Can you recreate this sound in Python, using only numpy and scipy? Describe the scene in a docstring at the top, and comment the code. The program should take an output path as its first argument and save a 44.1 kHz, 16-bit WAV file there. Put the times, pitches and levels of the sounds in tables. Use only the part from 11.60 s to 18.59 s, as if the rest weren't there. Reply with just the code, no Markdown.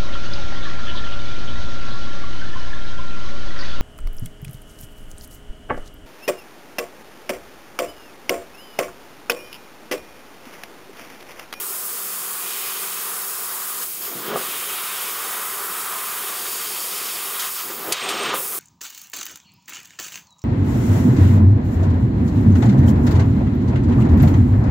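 """Gas hisses from a laser cutter's nozzle, rasps in the kerf of a steel sheet and rings the slatted bed below.
Drive whine and mains hum and a draught in the extractor duct run throughout; narrow whistles come and go. Twice
the cut ends, the nozzle lifts and the frame's rumble swells to a double thump. Gas puffs come late, as the hiss
is choked to a lower rush and thin whistles until the jet returns. Shaped noise makes the gas and rumble, sines
the hum, decaying modes the thumps; a short room tail is added."""
import sys
import numpy as np
from scipy import signal
from scipy.fft import rfft, irfft, next_fast_len
from scipy.io import wavfile
from scipy.ndimage import uniform_filter1d, map_coordinates

SR = 44100
rng = np.random.default_rng(int(sys.argv[2]) if len(sys.argv) > 2 else 0)


def bounce(signal):
    """Save signal as a 16-bit WAV file at the path given by the first command-line argument."""
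    frames = np.transpose(np.atleast_2d(signal))
    limited = np.clip(frames, -1, 1)
    pcm = np.round(limited * 32767).astype(np.int16)
    wavfile.write(sys.argv[1], SR, pcm)


N = 308259
TIME = np.arange(N) / SR  # s

# noise spectra, scaled to rms 1 in use: f/Hz, relative density/dB per Hz
# jet on the sheet
HISS_SPECTRUM = [(2500, -24), (5800, -10), (7400, -5), (8400, -0.5), (9400, -2), (10600, 1.5), (11700, 1.2),
                 (12400, 0), (13500, 0.5), (14100, 1), (15400, 2)]
# jet clear of the sheet
LIFTED_HISS_SPECTRUM = [(2000, -24), (9500, -20), (12500, -12), (15200, -6.5)]
# bed roar, kerf rasp, kerf sizzle
BED_SPECTRUM = [(350, -42.5), (600, -15.5), (800, -9.5), (890, -7), (1000, -1), (1190, 1), (1400, -2),
                (1650, -4.5), (2100, -11), (6000, -68.5)]
RASP_SPECTRUM = [(1200, -30), (1900, -5), (2450, 1), (2900, 0), (3250, -1), (3700, -0.5), (4200, -5.5),
                 (5600, -12), (9000, -24), (13000, -55)]
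SIZZLE_SPECTRUM = [(3000, -26.5), (4400, -1.5), (4850, 0.5), (5400, 0.5), (5900, -6), (6700, 1.5),
                   (7600, -5), (8600, -4), (11300, -21), (13500, -36)]
# extractor duct, frame rumble
DUCT_SPECTRUM = [(25, -40), (70, -50), (130, -14.5), (220, -7.5), (290, -7.5), (350, -1), (450, 2.5),
                 (580, -5), (720, -4), (1100, -7.5), (4000, -54)]
RUMBLE_SPECTRUM = [(25, -30), (60, -35), (90, -14), (130, -3.5), (235, 3.5), (400, 11), (560, 5),
                   (800, 0.5), (1300, -8), (4000, -53.5)]
# gas puff
PUFF_SPECTRUM = [(60, -40), (600, -28), (1200, -20), (3500, 0), (5000, -4), (7000, -2), (9000, -6),
                 (11500, -6), (13000, -12), (16000, -22)]

# cuts, nozzle down: start/s, end/s, hiss/dB, draught/dB
CUT_ROWS = [(-.1, 2.24, -25.5, -47), (2.76, 5.89, -26, -45), (6.742, 7.1, -24.5, -45)]
# kerf activity, one table per cut: t/s, roar/dB, rasp/dB, sizzle/dB (before the feed offsets)
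KERF_LEVELS = [
    [(0.0, -41, -40, -45), (0.07, -44, -51, -47), (0.65, -42, -45, -42), (0.7, -39.5, -48, -47),
     (0.88, -42, -37.5, -39.5), (1.37, -39, -39.5, -39), (1.67, -40, -46, -42.5), (2.17, -39.5, -44.5, -42),
     (2.2, -39, -44, -37)],
    [(2.85, -36, -36, -40), (2.96, -38, -35, -50), (2.99, -40, -37.5, -42), (3.17, -37, -34, -43.5),
     (3.48, -37, -36, -40), (4.01, -35, -41.5, -43.5), (4.6, -36, -37.5, -44), (4.85, -40.5, -38.5, -36),
     (5.51, -40.5, -36.5, -35.5), (5.75, -38, -37.5, -44)],
    [(6.86, -48, -56, -47), (6.956, -41.5, -44, -48), (6.98, -52, -57, -50)],
]
# choked hiss, replaced by a lower rush: start/s, end/s, first hiss drop/dB, rush/dB (before the feed offsets)
HISS_PAUSES = [(2.7, 2.754, -6.5, -47), (6.33, 6.732, -9.5, -30.5)]
# jet catching an edge, bell-shaped in time: centre/s, bell sigma/s, hiss/dB, spatter/dB (before the feed offsets)
EDGE_FLARES = [(2.23, 0.0088, -25, -39), (2.458, 0.039, -30, -40.5), (3.425, 0.014, -26, -45),
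               (5.845, 0.041, -30, -35.5), (5.992, 0.043, -36, -35), (6.11, 0.024, -42, -38)]
# rumble as the head travels: start/s, peak/s, peak level/dB, rise/dB per s
RUMBLE_SWELLS = [(2.375, 2.755, -30.5, 54), (6.02, 6.317, -33.5, 44), (6.411, 6.75, -29, 21)]
# drive-whine and mains lines: f/Hz, mean level during cuts/dB rms
HUM_LINES = [(96, -76.5), (120, -69), (192, -62), (240.5, -67.5), (360, -62), (383.7, -53.5), (463, -57.5),
             (576, -79)]
# gas singing at narrow edges: start/s, end/s, f/Hz, half-width at half gain/Hz, level between fades/dB rms
WHISTLE_ROWS = [(0.74, 1.3, 2440, 45, -49), (.9, 1.15, 5100, 200, -46.5), (4.7, 5.7, 4680, 300, -45.5),
                (4.7, 5.7, 8600, 260, -46), (6.37, 6.72, 8520, 26, -38.5), (6.35, 6.74, 12520, 22, -52),
                (6.478, 6.74, 14670, 22, -49), (6.44, 6.74, 15280, 26, -52)]
# knocks: t/s, gain on the frame modes/dB
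THUMP_HITS = [(2.7587, -16.5), (2.7725, -22.5), (6.73, -21), (6.739, -19)]
# frame modes: f/Hz, mean relative level/dB, t60/s
FRAME_MODES = [(368, -8.5, 0.1), (517, -3.5, 0.049), (710, 0, 0.02), (970, -1, 0.018), (1200, 2, .025),
               (1680, -24, 0.0096)]
# gas releases: t/s, envelope gain/dB, t60/s
PUFF_ROWS = [(5.793, -26.5, 0.22), (6.3222, -11, 0.049), (6.487, -24, 0.19), (6.631, -31, 0.077)]
# resonances of sheet and housing: f/Hz, width/Hz, gain added at centre/dB
PANEL_MODES = [(705, 41, -11), (1170, 130, -18), (1947, 31, -9), (2250, 5.8, -8), (3167, 70, -4),
               (3450, 17, -7)]
# room decay: f/Hz, t60/s
WORKSHOP_DECAY = [(200, 0.87), (2000, 0.51), (12000, 0.05)]

# offset of each feed into the kerf voices: roar/dB, rasp/dB, sizzle/dB
CUT_FEED_DB = (1, 0, -1)
FLARE_FEED_DB = (-2, -3, -0.5)
RUSH_FEED_DB = (-4.5, 0, -11)
SWELL_FEED_DB = (-1.5, -5.5, -28)
# constant trickle in the kerf voices: roar/dB, rasp/dB, sizzle/dB
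TRICKLE_FEED_DB = (-50.5, -46.5, -43)

LIFT_S, LIFT_LOSS_DB, FREE_POWER_SHARE = 0.22, 2, 0.75  # nozzle rise; share of free jet at full lift
CHOKE_DB_PER_S = 35  # further fade of the choked hiss
RUSH_RISE_S, RUSH_FALL_DB_PER_S = 0.032, 145  # full at pause start, falls after pause end
SWELL_ATTACK_S, SWELL_FALL_DB_PER_S = 0.022, 448
DRAUGHT_IDLE_DB, HUM_IDLE_DB = -8, -5  # change between cuts
ROOM_DB = -14
BASS_CORNER_HZ, TOP_HZ, PEAK_LIMIT = 70, 15750, 0.38


def amp(db):
    """Decibels to gain."""
    return 10 ** (np.asarray(db) / 20)


def unit(x):
    """Scale to rms 1."""
    return x / np.sqrt(np.mean(x ** 2) + 1e-20)


def along(points, hz):
    """Interpolate (f/Hz, value) points on a log frequency axis."""
    f, v = np.transpose(points)
    return np.interp(np.log(hz + 1), np.log(f), v)


def curves(rows):
    """One per-sample curve for each column after the time."""
    s, *cols = np.transpose(rows)
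    return [np.interp(TIME, s, c) for c in cols]


def wobble(knots_per_s):
    """Smooth random curve: a spline through normal draws."""
    knots = rng.standard_normal(int(N * knots_per_s / SR) + 4)
    return map_coordinates(knots, [TIME * knots_per_s])


def filtered(x, response):
    """Multiply the spectrum of x by a response of frequency."""
    m = next_fast_len(N + 8192)
    return irfft(rfft(x, m) * response(np.fft.rfftfreq(m, 1 / SR)), m)[..., :N]


def rush(spectrum, patchy_db):
    """Turbulent noise of rms 1: eddies give random gain patches in time and frequency."""
    z = signal.stft(rng.standard_normal(N), nperseg=512)[2]
    field = uniform_filter1d(rng.standard_normal(z.shape), size=7, axis=0)
    field = uniform_filter1d(field, size=12, axis=1)
    noise = signal.istft(z * amp(patchy_db * unit(field)), nperseg=512)[1][:N]
    return unit(filtered(noise, lambda hz: amp(along(spectrum, hz))))


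def gate(start_s, end_s, edge_s):
    """1 from start to end, with ramps centred on both."""
    return np.clip(np.minimum(TIME - start_s, end_s - TIME) / edge_s + .5, 0, 1)


def together(*gains):
    """Unrelated flows add in power."""
    return np.sqrt(sum(g ** 2 for g in gains))


def latest_cut():
    """Columns of the cut that began last, per sample."""
    rows = np.array(CUT_ROWS)
    return rows[np.maximum(np.searchsorted(rows[:, 0], TIME) - 1, 0)].T


def cutting(idle_db, edge_s=0.046):
    """Gain of 1 during cuts, idle_db between them."""
    active = sum(gate(start, end, edge_s) for start, end, *_ in CUT_ROWS)
    return amp(idle_db * (1 - active))


def flares():
    """Bell-shaped flare gains: in the hiss, in the kerf."""
    s, sigma_s, hiss_db, spatter_db = np.transpose(EDGE_FLARES)
    bells = np.exp(-.5 * ((TIME - s[:, None]) / sigma_s[:, None]) ** 2)
    return amp(hiss_db) @ bells, amp(spatter_db) @ bells


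def swells():
    """Swell gain: climbs steadily in dB, collapses after the peak."""
    total = np.zeros(N)
    for start, peak, peak_db, rise_db_per_s in RUMBLE_SWELLS:
        attack = np.clip((TIME - start) / SWELL_ATTACK_S, 0, 1)
        below_peak_db = np.maximum(rise_db_per_s * (peak - TIME), SWELL_FALL_DB_PER_S * (TIME - peak))
        total += attack * amp(peak_db - below_peak_db)
    return total


def jet(choke_edge_s=0.038):
    """Fine hiss of gas striking the sheet; thins as the nozzle rises after each cut, drops when choked."""
    _, cut_end, hiss_db, _ = latest_cut()
    lift = np.clip((TIME - cut_end) / LIFT_S, 0, 1)
    free = FREE_POWER_SHARE * np.sqrt(lift)
    struck = np.sqrt(1 - free) * rush(HISS_SPECTRUM, patchy_db=0.75)
    lifted = np.sqrt(free) * rush(LIFTED_HISS_SPECTRUM, patchy_db=2.5)
    choke_db = np.zeros(N)
    for start, end, drop_db, _ in HISS_PAUSES:
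        choke_db += (drop_db - CHOKE_DB_PER_S * (TIME - start)) * gate(start, end, choke_edge_s)
    steady = amp(hiss_db - LIFT_LOSS_DB * lift ** 2 + choke_db)
    return together(steady, flares()[0]) * amp(0.33 * wobble(35)) * (struck + lifted)


def kerf_gains(edge_s=.035):
    """Roar, rasp and sizzle gains, fed by cuts, flares, choked-jet rush, swells and a trickle."""
    cuts = np.zeros((3, N))
    for (start, end, *_), rows in zip(CUT_ROWS, KERF_LEVELS):
        cuts += gate(start, end, edge_s) * amp(curves(rows))
    choked = np.zeros(N)
    for start, end, _, rush_db in HISS_PAUSES:
        rise = np.clip((TIME - start) / RUSH_RISE_S + 1, 0, 1)
        choked += rise * amp(rush_db - RUSH_FALL_DB_PER_S * np.maximum(TIME - end, 0))
    feeds = [(CUT_FEED_DB, cuts), (FLARE_FEED_DB, flares()[1]), (RUSH_FEED_DB, choked),
             (SWELL_FEED_DB, swells()), (TRICKLE_FEED_DB, 1)]
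    return together(*(amp(db)[:, None] * feed for db, feed in feeds))


def cut():
    """Gas and melt blow through the kerf, fluttering, and ring the hollow bed."""
    roar_gain, rasp_gain, sizzle_gain = kerf_gains()
    flutter = wobble(45)  # shared by bed and rasp
    bed = roar_gain * amp(0.54 * flutter + 0.38 * wobble(16)) * rush(BED_SPECTRUM, patchy_db=0.23)
    rasp = rasp_gain * amp(0.73 * flutter) * rush(RASP_SPECTRUM, patchy_db=0.5)
    sizzle = sizzle_gain * amp(1.1 * wobble(120)) * rush(SIZZLE_SPECTRUM, patchy_db=1.06)
    return bed + rasp + sizzle


def machine():
    """Extractor-duct draught, weaker between cuts, plus the frame's swelling rumble."""
    draught_db = latest_cut()[-1] + 0.14 * wobble(3.1)
    draught = cutting(DRAUGHT_IDLE_DB) * amp(draught_db) * rush(DUCT_SPECTRUM, patchy_db=1.5)
    return draught + swells() * rush(RUMBLE_SPECTRUM, patchy_db=3.0)


def hum():
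    """Drive-whine and mains sines, unsteady in level and phase, weaker while the laser is off."""
    out = np.zeros(N)
    for hz, db in HUM_LINES:
        swell_db, drift_rad = 1.8 * wobble(9), .55 * wobble(8)
        out += np.sqrt(2) * amp(db + swell_db) * np.sin(2 * np.pi * hz * TIME + drift_rad)
    return cutting(HUM_IDLE_DB) * out


def whistles(fade_s=0.071):
    """Turbulence drives narrow resonances at nozzle and kerf: tones that swell in beads."""
    out = np.zeros(N)
    for start, end, hz, half_width_hz, db in WHISTLE_ROWS:
        fade = np.clip(np.minimum(TIME - start, end - TIME) / fade_s, 0, 1)
        tone = filtered(rng.standard_normal(N), lambda f: 1 / (1 + ((f - hz) / half_width_hz) ** 2))
        out += amp(db) * fade * unit(tone)
    return out


def thumps(attack_s=0.0004):
    """Dull double knocks: each blow rings the frame modes at random strengths and phases."""
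    out, t = np.zeros(N), np.arange(SR // 5) / SR
    for s, db in THUMP_HITS:
        ring = np.zeros(len(t))
        for hz, level_db, t60_s in FRAME_MODES:
            strength = amp(level_db + rng.normal(0, 2.9))
            decay = np.exp(-np.log(1000) * t / t60_s)
            ring += strength * decay * np.sin(2 * np.pi * (hz * t + rng.random()))
        out[round(s * SR):][:len(t)] += amp(db) * (1 - np.exp(-t / attack_s)) * ring
    return out


def puffs(attack_s=0.00079):
    """Sudden pressure releases: noise with a quick rise and exponential decay."""
    envelope = np.zeros(N)
    for s, db, t60_s in PUFF_ROWS:
        age_s = np.maximum(TIME - s, 0)
        envelope += amp(db) * (1 - np.exp(-age_s / attack_s)) * np.exp(-np.log(1000) * age_s / t60_s)
    return envelope * rush(PUFF_SPECTRUM, patchy_db=1.5)


def panels(x):
    """Sheet and housing resonances lift a few narrow bands."""
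    def response(f):
        total = 1
        for centre_hz, width_hz, db in PANEL_MODES:
            damping = 1j * f * width_hz
            total = total + amp(db) * damping / (centre_hz ** 2 - f * f + damping)
        return total
    return filtered(x, response)


def workshop(x):
    """Room tail: noise of unit energy, each frequency decaying at its own speed."""
    hz, t, z = signal.stft(rng.standard_normal(SR // 2), SR, nperseg=256)
    decay = np.exp(-np.log(1000) * t / along(WORKSHOP_DECAY, hz)[:, None])
    tail = signal.istft(z * decay, SR, nperseg=256)[1]
    return signal.fftconvolve(x, tail / np.linalg.norm(tail))[:N]


def scene():
    """Machine straight ahead, identical in both channels; only the body feeds the room."""
    body = panels(cut() + machine() + thumps() + puffs())
    mid = body + amp(ROOM_DB) * workshop(body) + jet() + hum() + whistles()
    return np.array([mid, mid])


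def record(dry):
    """Thin the deep bass, round the highest peaks, remove everything from TOP_HZ up."""
    thin = filtered(dry, lambda hz: hz ** 2 / np.sqrt(hz ** 4 + BASS_CORNER_HZ ** 4))
    rounded = thin / (1 + (thin / PEAK_LIMIT) ** 4) ** (1 / 4)
    return filtered(rounded, lambda hz: hz < TOP_HZ)


dry = scene()
out = record(dry)
bounce(out)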